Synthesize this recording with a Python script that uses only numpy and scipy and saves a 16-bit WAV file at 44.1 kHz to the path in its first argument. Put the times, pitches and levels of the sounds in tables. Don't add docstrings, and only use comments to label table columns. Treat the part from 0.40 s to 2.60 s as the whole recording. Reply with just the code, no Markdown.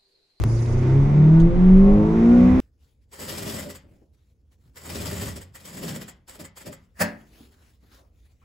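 import sys
import numpy as np
from scipy import signal
from scipy.io import wavfile
from scipy.ndimage import uniform_filter1d

SR = 44100
rng = np.random.default_rng(int(sys.argv[2]) if len(sys.argv) > 2 else 0)


def gain_from_db(level_db):
    decades = np.asarray(level_db, float) / 20
    return 10 ** decades


def file_out(sig):
    cols = np.atleast_2d(sig).T
    lim = np.clip(cols, -1, 1)
    pcm = np.round(lim * 32767).astype(np.int16)
    wavfile.write(sys.argv[1], SR, pcm)


N = 97108
CUT_S = .03862
REF_HZ = 170
FLICKER_DB = .8

# frequency in Hz, level in dB.
EARLIER_TONES = [(64, -24.5), (107, -24), (231, -43.5), (294, -43)]
# frequency in Hz, density in dB per Hz.
ROAD_SPECTRUM = [(20, -1), (70, -2), (200, -7.5), (380, -8.5), (600, -24), (2200, -36.5), (4500, -56.5),
                 (13000, -89.5)]
# frequency in Hz, side over mid in dB.
ROAD_WIDTH = [(25, -15), (100, -22), (200, -18.5), (400, -13.5), (600, 6), (3000, -4), (9000, 17)]
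# frequency in Hz, left over right in dB.
ROAD_BALANCE = [(25, 3), (250, 0.5), (1000, -3), (4000, 1.5), (8000, 4)]
# centre in Hz, width in Hz, level in dB.
BODY_MODES = [(27.2, 24, -33), (51.3, 32, -41.5), (94.7, 23, -42)]
# centre in Hz, width in Hz, level in dB.
RASP_MODES = [(970, 1100, -49), (2040, 450, -55), (2427, 360, -62), (3590, 500, -66.5), (5750, 2800, -65.5)]
# centre in Hz, width in Hz, level in dB.
SPRAY_MODES = [(4930, 1200, -66), (6200, 1800, -63.5), (9800, 2400, -69.5), (13200, 3000, -72)]
# time in seconds, level in dB.
SPRAY_FADE = [(.04, 1.5), (.12, 7), (.33, 3.5), (.45, -3.5), (.55, -1), (.65, -7), (1.2, -14.5),
              (2.2, -8.5)]
# start in seconds, peak in dB, ring time in seconds.
TRIM_TICKS = [
    (0.017, -43, 0.0033),
    (0.19, -49.5, 0.0094),
    (0.259, -49, .008),
    (.434, -53.5, 0.0051),
    (0.502, -57.5, .004),
    (0.6, -56.5, 0.0042),
    (.934, -56, 0.0032),
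    (1.0, -42, 0.003),
    (1.005, -51, 0.015),
    (1.379, -54.5, .002),
]
# centre in Hz, width in Hz, level in dB.
TRIM_MODES = [(2200, 530, -5), (3600, 2000, 4), (6030, 1300, 2), (9500, 3000, -11)]
# start in seconds, length in seconds, frequency in Hz, level in dB.
KEY_SHIVERS = [
    (2.095, .1, 12200, -73),
    (2.13, .06, 10700, -75),
    (2.125, .04, 13150, -80),
    (2.17, .04, 13800, -80),
    (2.18, .03, 10000, -71),
]
# centre in seconds, length in seconds, frequency in Hz, level in dB.
ROAD_BUMPS = [
    (.36, .2, 26.9, -23.5),
    (0.658, .25, 32, -25.5),
    (1.032, .14, 33, -21),
    (1.17, .14, 28, -20.5),
    (1.75, 0.11, 26, -24.5),
    (2.051, .14, 24, -27),
    (0.145, 0.11, 48, -24.5),
    (1.576, .12, 109.7, -23.5),
    (2.021, .1, 91.82, -26.5),
    (2.14, 0.19, 87, -24),
]
# time in seconds, firing rate in Hz, then levels in dB of the firing boom,
# its second multiple, the three-quarter order and the one-and-a-half order.
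RUN_UP = [(0.04, 111, -18.5, -30, -43.3, -50), (0.15, 114.3, -19.5, -53, -47, -68),
          (0.3, 120.3, -23, -41, -29, -56), (0.45, 128.3, -20, -37.5, -27.5, -37),
          (0.58, 137.2, -13.5, -29, -26, -39.5), (0.69, 143.3, -20.5, -32, -42.5, -27.5),
          (0.8, 150.1, -11.5, -38.5, -34, -40), (0.95, 161.6, -10.5, -24.5, -45.5, -53.5),
          (1.06, 168.8, -13, -20.5, -27, -43), (1.12, 172.2, -40, -29.5, -31, -42.5),
          (1.22, 181.7, -13, -28.5, -35.5, -50.5), (1.33, 188.1, -8.5, -26, -36, -47),
          (1.47, 198.6, -12, -22.5, -35, -43), (1.6, 209.6, -17.5, -28, -26, -22.5),
          (1.72, 220, -25, -31, -23, -27), (1.9, 236.6, -11, -33, -27, -25.5),
          (2.05, 247.3, -13, -33.5, -15.5, -37), (2.2, 257.6, -19, -38, -29, -34.5)]
# time in seconds, then levels in dB of the third multiple,
# the one-and-a-quarter order, the boom between the ports and the load.
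LOAD_RUN = [(0.04, -39.5, -24, -45, -10), (0.15, -35, -41.0, -59, -15), (0.3, -40.5, -44, -59, -9.5),
            (0.45, -34.5, -38, -47.5, -7), (0.58, -33.5, -40.5, -57, -5), (0.69, -49, -37.5, -38, -2.5),
            (0.8, -50.5, -21, -34.5, -3), (0.95, -48.5, -31, -36.5, -2), (1.06, -43.5, -40.5, -33.5, -7),
            (1.12, -31.5, -47.5, -28.5, -7.5), (1.22, -59, -53, -26.5, -1.5),
            (1.33, -47.5, -44, -31.5, -5.5), (1.47, -40.5, -40, -36, -1.5), (1.6, -48, -53.5, -46, -2.5),
            (1.72, -42.5, -37, -61, 0.0), (1.9, -39, -32, -32, -1.5), (2.05, -40, -38, -33, 0.5),
            (2.2, -47.5, -28, -31.5, 0.5)]
# multiple of the firing rate, level in dB, growth in dB per octave of revs.
LOW_ORDERS = [(.5, -37.5, 9), (1.75, -43.5, 12), (2.25, -40.5, 15), (2.5, -33.5, -3.5), (2.75, -32.5, 4.5),
              (3.25, -37.5, 5.5), (3.5, -43, 13), (3.75, -39.5, 8.5), (4, -37, 8.5)]
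# centre in Hz, width in Hz, level in dB, share differing between ports in dB.
CABIN_MODES = [(115, 100, -13, -23), (253, 24, 7.5, -11), (290.7, 36, 0.5, -14.5), (352, 62, 2, -24.5),
               (385, 17, -2.5, -24), (444, 74, -17, -6), (543.7, 23, 1.5, -10.5), (650.4, 24, -2.5, 5.5),
               (751.4, 19, -5, -2), (889, 45, -5, 3), (1142, 150, -10.5, -13), (1330, 200, -15.5, -4.5),
               (1920, 360, -23.5, 1), (2390, 220, -21.5, -12)]
# centre in Hz, width in Hz, level in dB.
SIDEWAYS_MODES = [(350, 40, -45.5), (450, 60, -45.5)]
# centre in seconds, length in seconds,
# multiple of the firing rate, level in dB, level between the ports in dB.
PANEL_BOOMS = [(.41, 0.25, 1.75, -35.5, -60), (0.557, .32, 2.5, -30.5, -51.5), (.45, .2, 2.75, -31.5, -60),
               (.62, .2, 4, -51.5, -53.5), (.68, .2, 5.25, -50, -53), (.75, 0.39, 6, -46, -45.5),
               (.76, 0.52, 2.75, -38.5, -62.5), (.83, 0.31, 2.25, -31.5, -52.5),
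               (.88, 0.27, 1.75, -30.5, -58.5), (.91, 0.23, 2.5, -40, -50.5), (.95, .3, 4, -42, -50.5),
               (.97, 0.15, 9, -49.5, -52), (.98, .2, 5.75, -44, -44), (1.63, .35, 3.25, -47.5, -49.5),
               (.7, .25, 3.75, -43, -52.5), (1.03, 0.28, 4.25, -47, -47.5), (1.05, 0.38, 3.75, -50.5, -51),
               (1.25, .3, 4, -44, -51), (1.25, .35, 6.25, -54.5, -60.5), (1.3, .25, 5, -52.5, -56),
               (1.48, .38, 2.75, -33.5, -38.5), (1.5, .3, 5.5, -45.5, -58), (1.519, 0.24, 3.75, -39, -35),
               (1.601, .4, 4.25, -42.5, -42), (1.58, 0.48, 5.25, -52, -54), (1.6, 0.18, 2.5, -34.5, -42.5),
               (1.7, .2, 4.5, -43, -52), (1.75, 0.5, 1.75, -31.5, -59), (1.93, .22, 3.25, -46, -42.5),
               (1.94, 0.33, 6, -48, -49.5), (1.97, .5, 4, -48.5, -45), (1.98, .38, 2.25, -37, -40),
               (2.07, 0.26, 4.5, -46.5, -55), (2.07, 0.37, 3.5, -46.5, -50.5)]


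def read(table, hz):
    return np.interp(np.log(hz), np.log(np.array(table)[:, 0]), np.array(table)[:, 1])


def band(x, hz, width):
    return signal.lfilter(*signal.iirpeak(hz, hz / width, SR), x)


def walk(rate):
    hold = int(SR / rate)
    steps = np.repeat(rng.standard_normal(N // hold + 1), hold)
    return 1.86 * uniform_filter1d(uniform_filter1d(steps, hold), hold)[:N]


def swell(t, centre, length):
    return np.cos(np.pi * np.clip((t - centre) / length, -.5, .5)) ** 2


def ports(mid, side, pan_db=0.):
    return np.array([(mid + side) * gain_from_db(pan_db / 2), (mid - side) * gain_from_db(-pan_db / 2)])


def hiss(hz, width):
    x = band(band(rng.standard_normal((2, N)), hz, width), hz, width)
    return x / x.std()


def earlier_engine(t):
    ago = 2 * np.pi * (CUT_S - t)
    mid = sum(np.sqrt(2) * gain_from_db(db) * np.sin(hz * ago) for hz, db in EARLIER_TONES)
    side = -gain_from_db(-23) * np.cos(70 * ago)
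    return ports(mid, side)


def road(t):
    out, drift = 0, walk(2)
    for hz in 22 * 2 ** np.arange(0, 9.6, .5):
        mid, side = hiss(hz, hz / 2)
        bandwidth_db = 10 * np.log10(hz / 30)
        db = read(ROAD_SPECTRUM, hz) + bandwidth_db + 0.39 * drift + FLICKER_DB * walk(8)
        out = out + gain_from_db(db) * ports(mid, side * gain_from_db(read(ROAD_WIDTH, hz)), read(ROAD_BALANCE, hz))
    return out * gain_from_db(-31 + 2 * t) / out.std()


def body_shake():
    out = 0
    for hz, width, db in BODY_MODES:
        mid, side = hiss(hz, width)
        out = out + gain_from_db(db + 3.7 * walk(4.5)) * ports(mid, .3 * side, -1.2)
    return out


def spray(t):
    drops = gain_from_db(np.interp(t, *np.array(SPRAY_FADE).T) + .5 * FLICKER_DB * walk(21))
    out = 0
    for hz, width, db in SPRAY_MODES:
        mid, side = hiss(hz, width)
        out = out + gain_from_db(db + 2 * FLICKER_DB * walk(90)) * drops * ports(mid, .9 * side, -.4)
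    return out


def rasp(t, hz, turn):
    steady, decay_cycles = .9, .95
    cam_hz, cam_db = 224, 4.5
    load = .6 * np.interp(t, *np.array(LOAD_RUN)[:, [0, 4]].T)
    throttle = 3.9 * swell(t, .48, .23)
    level = -6.5 * np.log2(hz / REF_HZ) + load + throttle + cam_db * np.tanh((hz - cam_hz) / 18)
    cycle = turn / (2 * np.pi) % 1
    puff = (steady + np.exp(-cycle / decay_cycles)) * gain_from_db(level)
    out = 0
    for centre, width, db in RASP_MODES:
        mid, side = hiss(centre, width)
        out = out + gain_from_db(db + FLICKER_DB * walk(4.9)) * puff * ports(mid, .55 * side, -5.0)
    return out


def microphone(noise):
    top_hz, leak_db = 10600, -16
    low = signal.butter(6, top_hz, fs=SR, output='sos')
    return gain_from_db(leak_db) * noise + signal.sosfiltfilt(low, noise)


def trim_ticks(t):
    out, noise = np.zeros((2, N)), rng.standard_normal((2, N))
    for start, db, ring in TRIM_TICKS:
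        age = np.clip(t - start, 0, 1)
        envelope = (1 - np.exp(-age / 0.00014)) * np.exp(-age / ring)
        out += gain_from_db(db + 7) * envelope * ports(noise[0], .6 * noise[1], -2.7)
    return sum(gain_from_db(db) * band(band(band(out, hz, width), hz, 2 * width), hz, 3 * width)
               for hz, width, db in TRIM_MODES)


def cut_click(t, after):
    height, fade_s = .11, .0011
    step = height * after * np.exp(-np.abs(t - CUT_S) / fade_s)
    return ports(step, 0, 1.5)


def cabin(hz):
    mid = side = 0
    for k, (centre, width, db, side_db) in enumerate(CABIN_MODES):
        ring = gain_from_db(db) * (-1) ** k * width / (width + 2j * (hz - centre))
        mid = mid + ring
        side = side + ring * gain_from_db(side_db) * 1j ** k
    return mid, side


def strong_orders(t, hz, turn):
    rows, more = np.array(RUN_UP), np.array(LOAD_RUN)

    def size(table, column):
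        return np.interp(t, table[:, 0], gain_from_db(table[:, column] / 2)) ** 2

    orders = [(1, size(rows, 2)), (2, size(rows, 3)), (.75, size(rows, 4)),
              (1.5, size(rows, 5)), (3, size(more, 1)), (1.25, size(more, 2))]
    mid = sum(level * np.sin(k * turn + 8 * np.pi * k ** 2) for k, level in orders)
    sideways = sum(gain_from_db(db) * w / (w + 2j * (2 * hz - f)) for f, w, db in SIDEWAYS_MODES)
    side = size(more, 3) * np.cos(turn) + np.abs(sideways) * np.cos(2 * turn)
    side += gain_from_db(-24.5) * sum(level * np.cos(k * turn) for k, level in orders[2:])
    return np.sqrt(2) * ports(mid, side)


def weak_orders(t, hz, turn):
    bed_db, blur_rad, wander_db, wander_per_s = -5, .12, 4, 10
    upper = []
    for quarter in range(17, 42):
        whole_db = 1 if quarter % 4 == 0 else 0
        upper.append((quarter / 4, -34.5 - 2 * np.log2(quarter / 16) + whole_db, 2))
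    few, pick = slice(0, N, 128), np.arange(N) // 128
    octave = np.log2(hz[few] / REF_HZ)
    load = np.interp(t[few], *np.array(LOAD_RUN)[:, [0, 4]].T)
    out = np.zeros((2, N))
    for k, db, grow in LOW_ORDERS + upper:
        wander = np.interp(t[few], np.arange(24) / wander_per_s, rng.standard_normal(24))
        blur = blur_rad * np.sqrt(k) * uniform_filter1d(rng.standard_normal(len(octave)), 6).cumsum()
        phase = 2 * np.pi * rng.random() + blur
        gain = gain_from_db(db + bed_db + grow * octave + load + wander_db * wander) * np.exp(1j * phase)
        size = gain * np.array(cabin(k * hz[few]))
        real = uniform_filter1d(size.real[:, pick], 128)
        imag = uniform_filter1d(size.imag[:, pick], 128)
        out += real * np.cos(k * turn) - imag * np.sin(k * turn)
    return ports(out[0], gain_from_db(-4) * out[1], -0.76)


def bumps(t):
    out = np.zeros((2, N))
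    for centre, length, hz, db in ROAD_BUMPS:
        thump = gain_from_db(db) * swell(t, centre, length) * np.sin(2 * np.pi * hz * (t - centre))
        out += ports(thump, -.15 * thump)
    return np.sqrt(2) * out


def panel_booms(t, turn):
    out = np.zeros((2, N))
    for centre, length, k, db, side_db in PANEL_BOOMS:
        on = np.abs(t - centre) < length / 2
        angle = k * turn[on] + 2 * np.pi * rng.random()
        tone = ports(gain_from_db(db) * np.sin(angle), gain_from_db(side_db) * np.cos(angle))
        out[:, on] += swell(t[on], centre, length) * tone
    return np.sqrt(2) * out


def shivering_keys(t):
    out = np.zeros((2, N))
    for start, length, hz, db in KEY_SHIVERS:
        envelope = np.sin(np.pi * np.clip((t - start) / length, 0, 1)) ** .7
        mid, side = hiss(hz, 350.)
        out += gain_from_db(db) * envelope * ports(mid, .4 * side, 3.5)
    return out


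def scene():
    t = np.arange(N) / SR
    hz = np.interp(t, *np.array(RUN_UP)[:, :2].T) * (1 + 0.0015 * walk(20))
    turn = 2 * np.pi * np.cumsum(hz) / SR
    turn += np.pi / 2 - np.interp(CUT_S, t, turn)
    after = t > CUT_S
    noise = microphone(road(t) + body_shake() + spray(t) + rasp(t, hz, turn))
    engine = strong_orders(t, hz, turn) + weak_orders(t, hz, turn)
    mix = earlier_engine(t) * ~after + cut_click(t, after) + engine * after + noise
    return mix + trim_ticks(t) + bumps(t) + panel_booms(t, turn) + shivering_keys(t)


def band_limit(x):
    return signal.sosfilt(signal.butter(12, 15750, fs=SR, output="sos"), x)


def record(dry):
    mix = np.tanh(.6 * dry) / .6
    return band_limit(mix)


dry = scene()
out = record(dry)
file_out(out)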